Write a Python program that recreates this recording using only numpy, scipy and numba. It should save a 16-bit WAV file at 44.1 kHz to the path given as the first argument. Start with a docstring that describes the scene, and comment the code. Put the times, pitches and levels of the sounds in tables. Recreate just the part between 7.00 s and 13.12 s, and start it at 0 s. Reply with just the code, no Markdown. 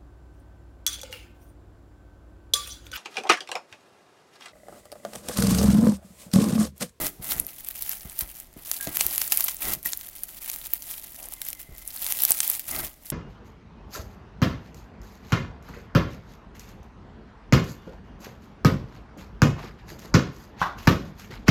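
"""A dense, bright crackle opens the scene as two hands knead foam-bead slime, close up in a quiet room.
Sticky bonds between beads snap as random impulses, each exciting a bright film and a hollow gap.
Palms scuff by stick-slip friction, the lump bumps the table's modes, and trapped air pockets pop.
A few decaying sines ring and faint wavering tones squeal; echo, short tail and low rumble form the room."""
import sys
import numpy as np
from scipy import signal
from scipy.fft import rfft, irfft
from scipy.io import wavfile
from scipy.ndimage import uniform_filter1d
from numba import njit

SR = 44100
rng = np.random.default_rng(int(sys.argv[2]) if len(sys.argv) > 2 else 0)


def to_wav(sig):
    """Store sig (one row per channel, or 1-D mono) as 16-bit WAV at the path in sys.argv[1].

    Samples outside -1..1 are clipped; the rate is SR.
    """
    pcm = np.clip(np.atleast_2d(sig), -1, 1) * 32767
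    pcm = np.round(pcm).astype(np.int16)
    wavfile.write(sys.argv[1], SR, pcm.T)  # frames by channels


N = 269892
TIME = np.arange(N) / SR
CUT_HZ = 15850  # upper limit of the sound


def undb(db):
    """Logarithmic level: decibels become an amplitude gain."""
    return 10 ** (np.asarray(db) / 20)


def add(track, s, sound):
    """Superposition: lay a sound into the track at time s."""
    i = int(np.clip(s * SR, 0, N - 1))
    track[i:i + len(sound)] += sound[:N - i]


def colour(x, points):
    """Minimum-phase filtering: a causal response through (frequency_hz, gain_db) points."""
    size = 4096
    hz, db = np.transpose(points)
    bins_hz = np.arange(size // 2 + 1) * SR / size
    gain_db = np.interp(np.log(bins_hz + 1), np.log(hz), db)
    # folding the cepstrum onto positive times makes the response causal
    cepstrum = irfft(np.log(undb(gain_db)))
    cepstrum[1:size // 2] *= 2
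    cepstrum[size // 2 + 1:] = 0
    response = irfft(np.exp(rfft(cepstrum)))
    return signal.fftconvolve(x, response)[:len(x)]


def resonate(x, hz, width_hz):
    """Resonance: one peak whose sharpness is its frequency over its bandwidth."""
    hz = min(hz, .45 * SR)
    return signal.lfilter(*signal.iirpeak(hz, hz / width_hz, fs=SR), x)


def mode(t, hz, t60):
    """Damped free vibration: a sine that falls 60 dB in t60 seconds."""
    return np.sin(2 * np.pi * hz * t) * np.exp(-np.log(1000) * t / t60)


def even(x, span_s):
    """Level normalisation: bring the running rms to 1, keeping the fast detail."""
    size = int(span_s * SR)
    power = uniform_filter1d(uniform_filter1d(x * x, size), size)
    return x / np.sqrt(power.clip(1e-12))


def snaps(rate, spread_db, ceiling):
    """Random impulse process: clicks at a moving rate per second, many faint and a few strong."""
    happens = rng.random(N) < rate / SR
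    strength = np.minimum(rng.exponential(size=N), ceiling)
    return happens * undb(spread_db * strength) * rng.choice([-1, 1], N)


# spectrum of the low, steady room rumble: frequency_hz [Hz], gain_db [dB]
ROOM_COLOUR = [(20, -5.5), (45, 1.5), (90, -10), (300, -14), (450, -22), (680, -17.5), (1100, -26.5),
               (3000, -29), (16000, -30)]
ROOM_DB = -55  # rms level


def room_air():
    """Broadband noise: a random signal weighted toward the bass gives a steady rumble."""
    air = colour(rng.standard_normal(N), ROOM_COLOUR)
    return air * undb(ROOM_DB) / air.std()


REST_DB = -65.5  # the lump still ticks when left alone
FADE_SHAPE = 1.4  # attack and release each span 20 dB and steepen as the hand loses contact


def swells(rows):
    """Energy summation: overlapping attacks, holds and releases add in power; returns dB."""
    total = undb(REST_DB) ** 2
    for s, hold_s, db, attack_s, release_s in rows:
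        before = np.maximum(s - TIME, 0) / attack_s
        after = np.maximum(TIME - s - hold_s, 0) / release_s
        away = np.minimum(before + after, 10)
        total = total + undb(db - 20 * away ** FADE_SHAPE) ** 2
    return 10 * np.log10(total)


# the hollows lie HOLLOW_DB under the snaps at a firm grip, and change HOLLOW_SLOPE dB per dB of crackle
FIRM_DB, HOLLOW_DB, HOLLOW_SLOPE = -41, -12, 0.97
GRIP_RUB_DB = -17.5  # skin rubs during every squeeze, relative to the hollows
# the lump drags on after each bump, relative to the bump
SETTLE_DB, SETTLE_ATTACK_S, SETTLE_RELEASE_S = -14, 0.0055, 0.069
# fingers squeeze, fold or pull the lump:
# full_grip_s [s], hold_s [s], crackle_db [dB], attack_s [s], release_s [s]
SQUEEZES = [(0.0, 0.06675, -27, .02, 0.03949), (0.245, 0.067, -29.5, 0.031, .13),
            (0.315, 0.021, -28.5, .03, 0.044), (0.49, 0.21, -42.5, 0.046, .2),
            (0.875, 0.013, -32.5, 0.27, 0.24), (1.1, 0.32, -42.5, 0.07085, 0.046),
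            (1.195, 0.016, -32.5, 0.03, 0.027), (1.71, 0.16, -33.5, .14, 0.0841),
            (1.975, 0.044, -25.5, 0.08, 0.11), (2.15, 0.3, -28, 0.17, 0.15),
            (2.64, 0.083, -27, 0.077, 0.043), (2.862, 0.00959, -28.5, 0.022145, 0.098),
            (2.95, 0.39, -42.5, .05, .2), (3.47, 0.055, -34, 0.15, 0.49), (3.75, 0.71, -41.5, .1, 0.18),
            (3.885, 0.02, -34.5, 0.028, 0.16), (4.475, 0.00713, -37.5, .08, .06),
            (4.6, 0.032, -41, 0.035, 0.021), (4.84, .14, -41, 0.18, .1), (5.05, .49, -29, 0.16, 0.11),
            (5.24, .06, -29.5, 0.18, 0.27), (5.72, 0.079, -28, 0.086, 0.12),
            (6.08, 0.01183, -43, 0.076, 0.0353)]
# palms slide over the lump:
# full_speed_s [s], hold_s [s], scuff_db [dB], attack_s [s], release_s [s]
SLIDES = [(0.0, 0.037, -35, .02, 0.085), (0.34, 0.054, -44.5, 0.2, 0.14),
          (1.99, 0.0999, -51.5, 0.31, 0.2423), (2.67, 0.031, -37.5, 0.066, 0.094),
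          (5.75, 0.069, -39.5, 0.084, 0.076)]


def hands():
    """Common excitation: the movements set the levels in dB of bright snaps, hollows and sliding."""
    snap_db = swells(SQUEEZES)
    body_db = FIRM_DB + HOLLOW_DB + HOLLOW_SLOPE * (snap_db - FIRM_DB)
    settling = [(s + SETTLE_ATTACK_S, 0, db + SETTLE_DB, SETTLE_ATTACK_S, SETTLE_RELEASE_S)
                for s, db, _ in BUMPS]
    moving = undb(swells(list(SLIDES) + settling))
    rubbing = undb(body_db + GRIP_RUB_DB)
    return snap_db, body_db, 20 * np.log10(np.hypot(moving, rubbing))


@njit
def cavities(clicks, hz, q):
    """Impulse response of resonators: every click rings a cavity of its own pitch for a few cycles."""
    out = np.zeros(len(clicks))
    for i in range(len(clicks)):
        if clicks[i] != 0:
            turn = 2 * np.pi * hz[i] / SR
            loss = turn / q / 2
            keep = np.exp(-loss)
            spring = 2 * keep * np.cos(turn)
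            now, before = clicks[i] * loss * np.sin(turn), 0.
            # each ring ends once it has decayed to one percent
            for j in range(i, min(i + int(4.6 / loss), len(out))):
                out[j] += now
                now, before = spring * now - keep * keep * before, now
    return out


# spectrum of the hollows, for crackle and pops: frequency_hz [Hz], gain_db [dB]
BODY_COLOUR = [(100, -17), (400, -7.5), (750, 1), (1300, -1.5), (2100, 3.5), (3200, 4.5), (6000, 2),
               (9000, 0), (16000, -81.5)]


def crackle(snap_db, body_db, slide_db, fine_db=-13, slide_fine_db=0.33, spread_db=3.0, tear_db=-6,
            film_hz=12000, film_q=3.5, hollow_q=5.104, scatter_db=5, mush_db=-8, patchy_db=4.0,
            shear_db=-3):
    """Impulsive fracture: bonds snap faster under a harder squeeze, exciting bright films and hollows."""
    rate = 600 * undb(.4 * (snap_db + 40.0))  # snaps per second
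    clicks = even(snaps(rate, spread_db, ceiling=4.23), 0.15)
    # one snap tears its neighbours loose within a millisecond or so
    tear_s = .001
    keep = np.exp(-1 / (tear_s * SR))
    tearing = np.sqrt(signal.lfilter([1 - keep], [1, -keep], clicks ** 2)) * undb(tear_db)
    # a sliding palm shears countless bonds at once, so the crackle blurs into a hiss
    fine = undb(fine_db + slide_fine_db * np.maximum(slide_db - REST_DB, 0))
    swarm = snaps(7000, 1.6, ceiling=2)
    swarm = swarm / swarm.std()
    # the lump gives way patch by patch, so the snaps come in bunches
    patch_rate = 45  # per second
    patch_luck = np.interp(TIME * patch_rate, np.arange(N), rng.standard_normal(N))
    patch = undb(patchy_db * patch_luck)
    clicks = (clicks + (tearing + fine) * swarm) * patch
    films = np.minimum(film_hz * 2 ** (0.2 * rng.standard_normal(N)), CUT_HZ)
    snap = np.diff(cavities(clicks, films, film_q), prepend=0)  # a tiny film radiates no bass
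    # bonds buried deep in the lump are heard only through their hollows, as a soft mush
    hollows = np.exp(rng.uniform(np.log(600), np.log(8000), N))
    scatter = undb(scatter_db * rng.standard_normal(N))
    buried = undb(mush_db) * swarm * patch
    body = cavities((clicks + buried) * scatter, hollows, hollow_q)
    body = even(colour(body, BODY_COLOUR), 0.095)
    # sliding while squeezing opens more hollows
    opened = np.hypot(undb(body_db), undb(np.minimum(slide_db, body_db) + shear_db))
    return even(snap, 0.083) * undb(snap_db - 1.46) + body * opened


# modes of the table under the soft lump, for slides and bumps:
# pitch_hz [Hz], t60_s [s], level_db [dB, relative]
TABLE = [(42.45, 0.2, -7.5), (68, 0.088, -3.5), (133.4, 0.083, -0.5), (200, 0.06476, -1),
         (294.7, 0.1, -0.5), (360, 0.023, 3), (658, 0.05, 5)]
# spectrum of the scuff: frequency_hz [Hz], gain_db [dB]
SLIDE_COLOUR = [(30, 3.5), (340, -2.5), (520, -3.5), (950, -11), (6000, -35)]
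# wet squelch between palm and slime: pitch_hz [Hz], width_hz [Hz], level_db [dB, relative]
SQUELCH = [(626, 570, 4), (1107.2, 210, -1), (1953, 180, 7)]


def sliding(body_db, slide_db, squelch_db=-1, table_db=6):
    """Stick-slip friction: slips scuff and hum in the table, and squelch when the lump is crushed too."""
    slips = snaps(1500, 2.8, ceiling=3.064)
    hum = np.zeros(N)
    for hz, t60, db in TABLE:
        width_hz = np.log(1000) / np.pi / t60
        hum += undb(db + table_db) * resonate(slips, hz, width_hz)
    scuff = even(colour(slips + hum, SLIDE_COLOUR), 0.018) * undb(slide_db)
    squelch = np.zeros(N)
    for hz, width_hz, db in SQUELCH:
        squelch += undb(db) * resonate(resonate(slips, hz, width_hz), hz, 2 * width_hz)
    return scuff + even(squelch, 0.021) * undb(np.minimum(slide_db, body_db) + squelch_db)


# the lump bumping the table: start_s [s], level_db [dB, peak], contact_ms [ms]
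BUMPS = [(0.192, -33.5, 3.75), (0.354, -35.5, 5), (0.399, -36, 2.1), (1.046, -34, 5.7), (1.213, -32, 7.4),
         (1.561, -36.5, 2.4), (1.8691, -24.5, 0.66), (2.044, -38, 8.7), (2.765, -38, 3.5),
         (2.855, -38.5, 1.7), (4.686, -39.5, 2.5), (4.708, -38.5, 10.635), (5.835, -35, 3.5)]


def table_bumps():
    """Modal excitation: a longer contact sounds duller, and each bump favours other table modes."""
    out, t = np.zeros(N), TIME[:SR // 3]
    for s, db, contact_ms in BUMPS:
        push = np.sin(np.pi * np.minimum(t * 10 ** 3 / contact_ms, 1)) ** 2
        ring = np.zeros(len(t))
        for k, (hz, t60, mode_db) in enumerate(TABLE):
            gain = undb(mode_db + 2 * rng.standard_normal())
            ring += gain * (-1) ** k * mode(t, hz, t60)
        bump = signal.fftconvolve(push, ring)[:len(t)]
        add(out, s, bump * undb(db) / np.abs(bump).max())
    return out


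# the air pockets that stand out as they burst, levels as rms over 5 ms:
# start_s [s], snap_db [dB], body_db [dB], pitch_hz [Hz, of the snap], tear_ms [ms, at least 0.05 is used]
POPS = [(0.3206, -27, -27, 14000, 0.86), (0.3994, -16, -61, 11450, 0.027), (0.467, -29, -52, 13700, 0.46),
        (0.6871, -26, -43.5, 12200, .1), (0.8229, -26, -56, 14000, 1.278), (0.8932, -23.5, -44, 13600, .6),
        (0.932, -47, -39.5, 12100, .3), (1.191, -19.5, -57, 14800, 0.3375),
        (1.208, -22.5, -34.5, 12300, 5.9), (1.7147, -20, -29, 10800, 0.45),
        (1.8101, -29, -39.5, 11300, 0.19), (1.8721, -34, -33, 13200, 0.98),
        (1.9707, -19.5, -30, 13000, 0.1673), (2.0092, -20.5, -19, 8051, 0.41),
        (2.0658, -16.5, -36.5, 13600, 0.041), (2.1801, -18, -31, 11400, 0.1458),
        (2.2171, -22, -26.5, 11100, 0.13), (2.321, -14, -22, 12800, 4.2),
        (2.3735, -16, -38.5, 13340, 0.2698), (2.4063, -18, -29, 13100, 1.9),
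        (2.4406, -17, -52, 12990, 4.39), (2.4821, -23.5, -26, 12500, 4.725), (2.735, -21, -37, 12800, 3.2),
        (2.8293, -36.5, -53, 12500, 0.72), (2.8592, -19.5, -51.5, 14100, 2),
        (2.9333, -23, -31.5, 5960, 0.21), (2.974, -28.5, -61.5, 13000, .25), (3.235, -25, -49, 12800, .1),
        (3.4993, -27, -34, 12400, 0.49), (3.7356, -14.5, -44.5, 14200, 0.45),
        (4.3373, -31.5, -50, 10500, .3), (4.418, -34, -40.5, 11200, 0.38), (4.4865, -26, -44, 14000, 1.2),
        (4.5032, -33, -50, 11000, .1), (4.53, -31.5, -38, 12600, 1.9), (4.8771, -28.5, -50, 11700, .1),
        (5.0653, -26, -30.5, 11500, 0.49), (5.123, -20.5, -29.5, 12300, 0.33), (5.221, -18, -45, 13140, .1),
        (5.2362, -13, -43, 12700, 0.19), (5.251, -13.5, -25.5, 13000, 0.69),
        (5.3072, -11, -32, 12700, 0.095), (5.3191, -11.5, -29, 9800, 0.23),
        (5.4036, -17.5, -24.5, 8000, 2.107), (5.4779, -21.5, -50, 12900, .4),
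        (5.4995, -16, -41, 12700, 1.9), (6.1016, -24.5, -37, 11200, 1.1)]


def pops(rows, width_hz=5000, edge=1.83, pocket_hz=2500):
    """Cavity release: a tearing film snaps brightly and excites the hollow knock of its air pocket."""
    out, t = np.zeros(N), TIME[:SR // 50]
    span = SR // 200  # 5 ms, over which the levels are rms
    impulse = 1. * (t == 0)
    pocket = resonate(colour(impulse, BODY_COLOUR), pocket_hz, 3 * pocket_hz)
    for s, snap_db, body_db, hz, tear_ms in rows:
        # the film rips in uneven jerks after the first break
        jerks = rng.standard_normal(len(t)) * rng.exponential(size=len(t))
        tear = edge * impulse + jerks * np.exp(-t * 10 ** 3 / max(tear_ms, 1 / 20))
        snap = resonate(resonate(tear, hz, width_hz), hz, width_hz)
        body = signal.fftconvolve(tear, pocket)
        for part, db in (snap, snap_db), (body, body_db):
            add(out, s, part * undb(db) * np.sqrt(span / np.sum(part ** 2)))
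    return out


# lesser pockets: bursts per second, snap and hollow levels over the crackle's, and their scatter
STRAY_PER_S, STRAY_SNAP_DB, STRAY_BODY_DB, STRAY_SPREAD_DB = 12, 4.5, 4, 4
STRAY_LIMIT_DB = -30  # none of them snaps louder
# the pitch of their snaps, its scatter, and the middle tearing time
STRAY_HZ, STRAY_OCTAVES, STRAY_TEAR_MS = 12300, 0.23, 0.38


def stray_pops(snap_db, body_db):
    """Random point process: rows of lesser pops, as strong as the squeeze of the moment allows."""
    rows, tries = [], 200
    for when, chance, *dice in rng.random((tries, 10)):
        if chance < STRAY_PER_S * N / SR / tries:
            i = int(when * N)
            # differences of two dice cluster around zero
            luck = 2 * (np.array(dice[::2]) - dice[1::2])
            snap_luck, body_luck, pitch_luck, tear_luck = luck
            snap = snap_db[i] + STRAY_SNAP_DB + STRAY_SPREAD_DB * snap_luck
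            body = body_db[i] + STRAY_BODY_DB + STRAY_SPREAD_DB * (snap_luck + body_luck)
            excess = max(snap - STRAY_LIMIT_DB, 0)
            hz = STRAY_HZ * 2 ** (STRAY_OCTAVES * pitch_luck)
            tear_ms = STRAY_TEAR_MS * 2 ** tear_luck
            rows.append((i / SR, snap - excess, body - excess, hz, tear_ms))
    return rows


# short pitched rings: start_s [s], pitch_hz [Hz], t60_s [s], level_db [dB]
RINGS = [(1.802, 1627, 0.33, -37.5), (2.062, 354.4, 0.14, -41), (2.8585, 1900, 0.031, -23.5)]


def rings():
    """Exponential decay: a few brief sines start at once and die away."""
    out = np.zeros(N)
    for s, hz, t60, db in RINGS:
        add(out, s, undb(db) * mode(TIME[:SR // 2], hz, t60))
    return out


# faint pitched squelch and whistle, level before the swell and fade:
# start_s [s], length_s [s], pitch_hz [Hz], width_hz [Hz], level_db [dB, rms], roughness [0-1]
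SQUEALS = [(4.162, 0.153, 682, 356.4, -53.5, 0.58), (4.239, .8, 2057, 60, -62.5, 0.57)]


def squeals(waver=0.012):
    """Frequency and amplitude modulation: narrow tones waver and flutter as they swell and fade."""
    out = np.zeros(N)
    for s, length_s, hz, width_hz, db, rough in SQUEALS:
        size = int(length_s * SR)
        drift = signal.resample(rng.standard_normal(20), size)
        flutter = signal.lfilter(*signal.butter(1, width_hz / SR), rng.standard_normal(size))
        strength = 1 - rough + rough * flutter / flutter.std()
        phase = 2 * np.pi * np.cumsum(hz * (1 + waver * drift)) / SR
        squeal = strength * np.sin(phase)
        add(out, s, signal.windows.tukey(size) * squeal * undb(db) / squeal.std())
    return out


def room(x, echo_s=0.0038, echo_db=-17, tail_db=-18, t60=0.44):
    """Reflection and reverberation: the tabletop returns a quick echo, the walls a faint short tail."""
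    t = TIME[:SR // 2]
    response = rng.standard_normal(len(t)) * np.exp(-np.log(1000) * t / t60)
    response *= undb(tail_db) / np.sqrt(np.sum(response ** 2))
    response[0] = 1  # direct sound
    add(response, echo_s, undb([echo_db]))
    return signal.fftconvolve(x, response)[:N]


def scene():
    """Superposition: slime and table sound in the room, over its low steady rumble."""
    air = room_air()
    snap_db, body_db, slide_db = hands()
    kneading = crackle(snap_db, body_db, slide_db) + sliding(body_db, slide_db)
    bumps = table_bumps()
    bursts = pops(list(POPS) + stray_pops(snap_db, body_db))
    tones = rings() + squeals()
    return (room(kneading + bumps + bursts + tones) + air)[None]


def record(dry):
    """Saturation and band limiting: the recorder clips at full scale and cuts the top."""
    low_pass = signal.ellip(10, .2, 70, CUT_HZ, fs=SR, output="sos")
    return signal.sosfilt(low_pass, np.clip(dry, -1, 1))


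dry = scene()
out = record(dry)
to_wav(out)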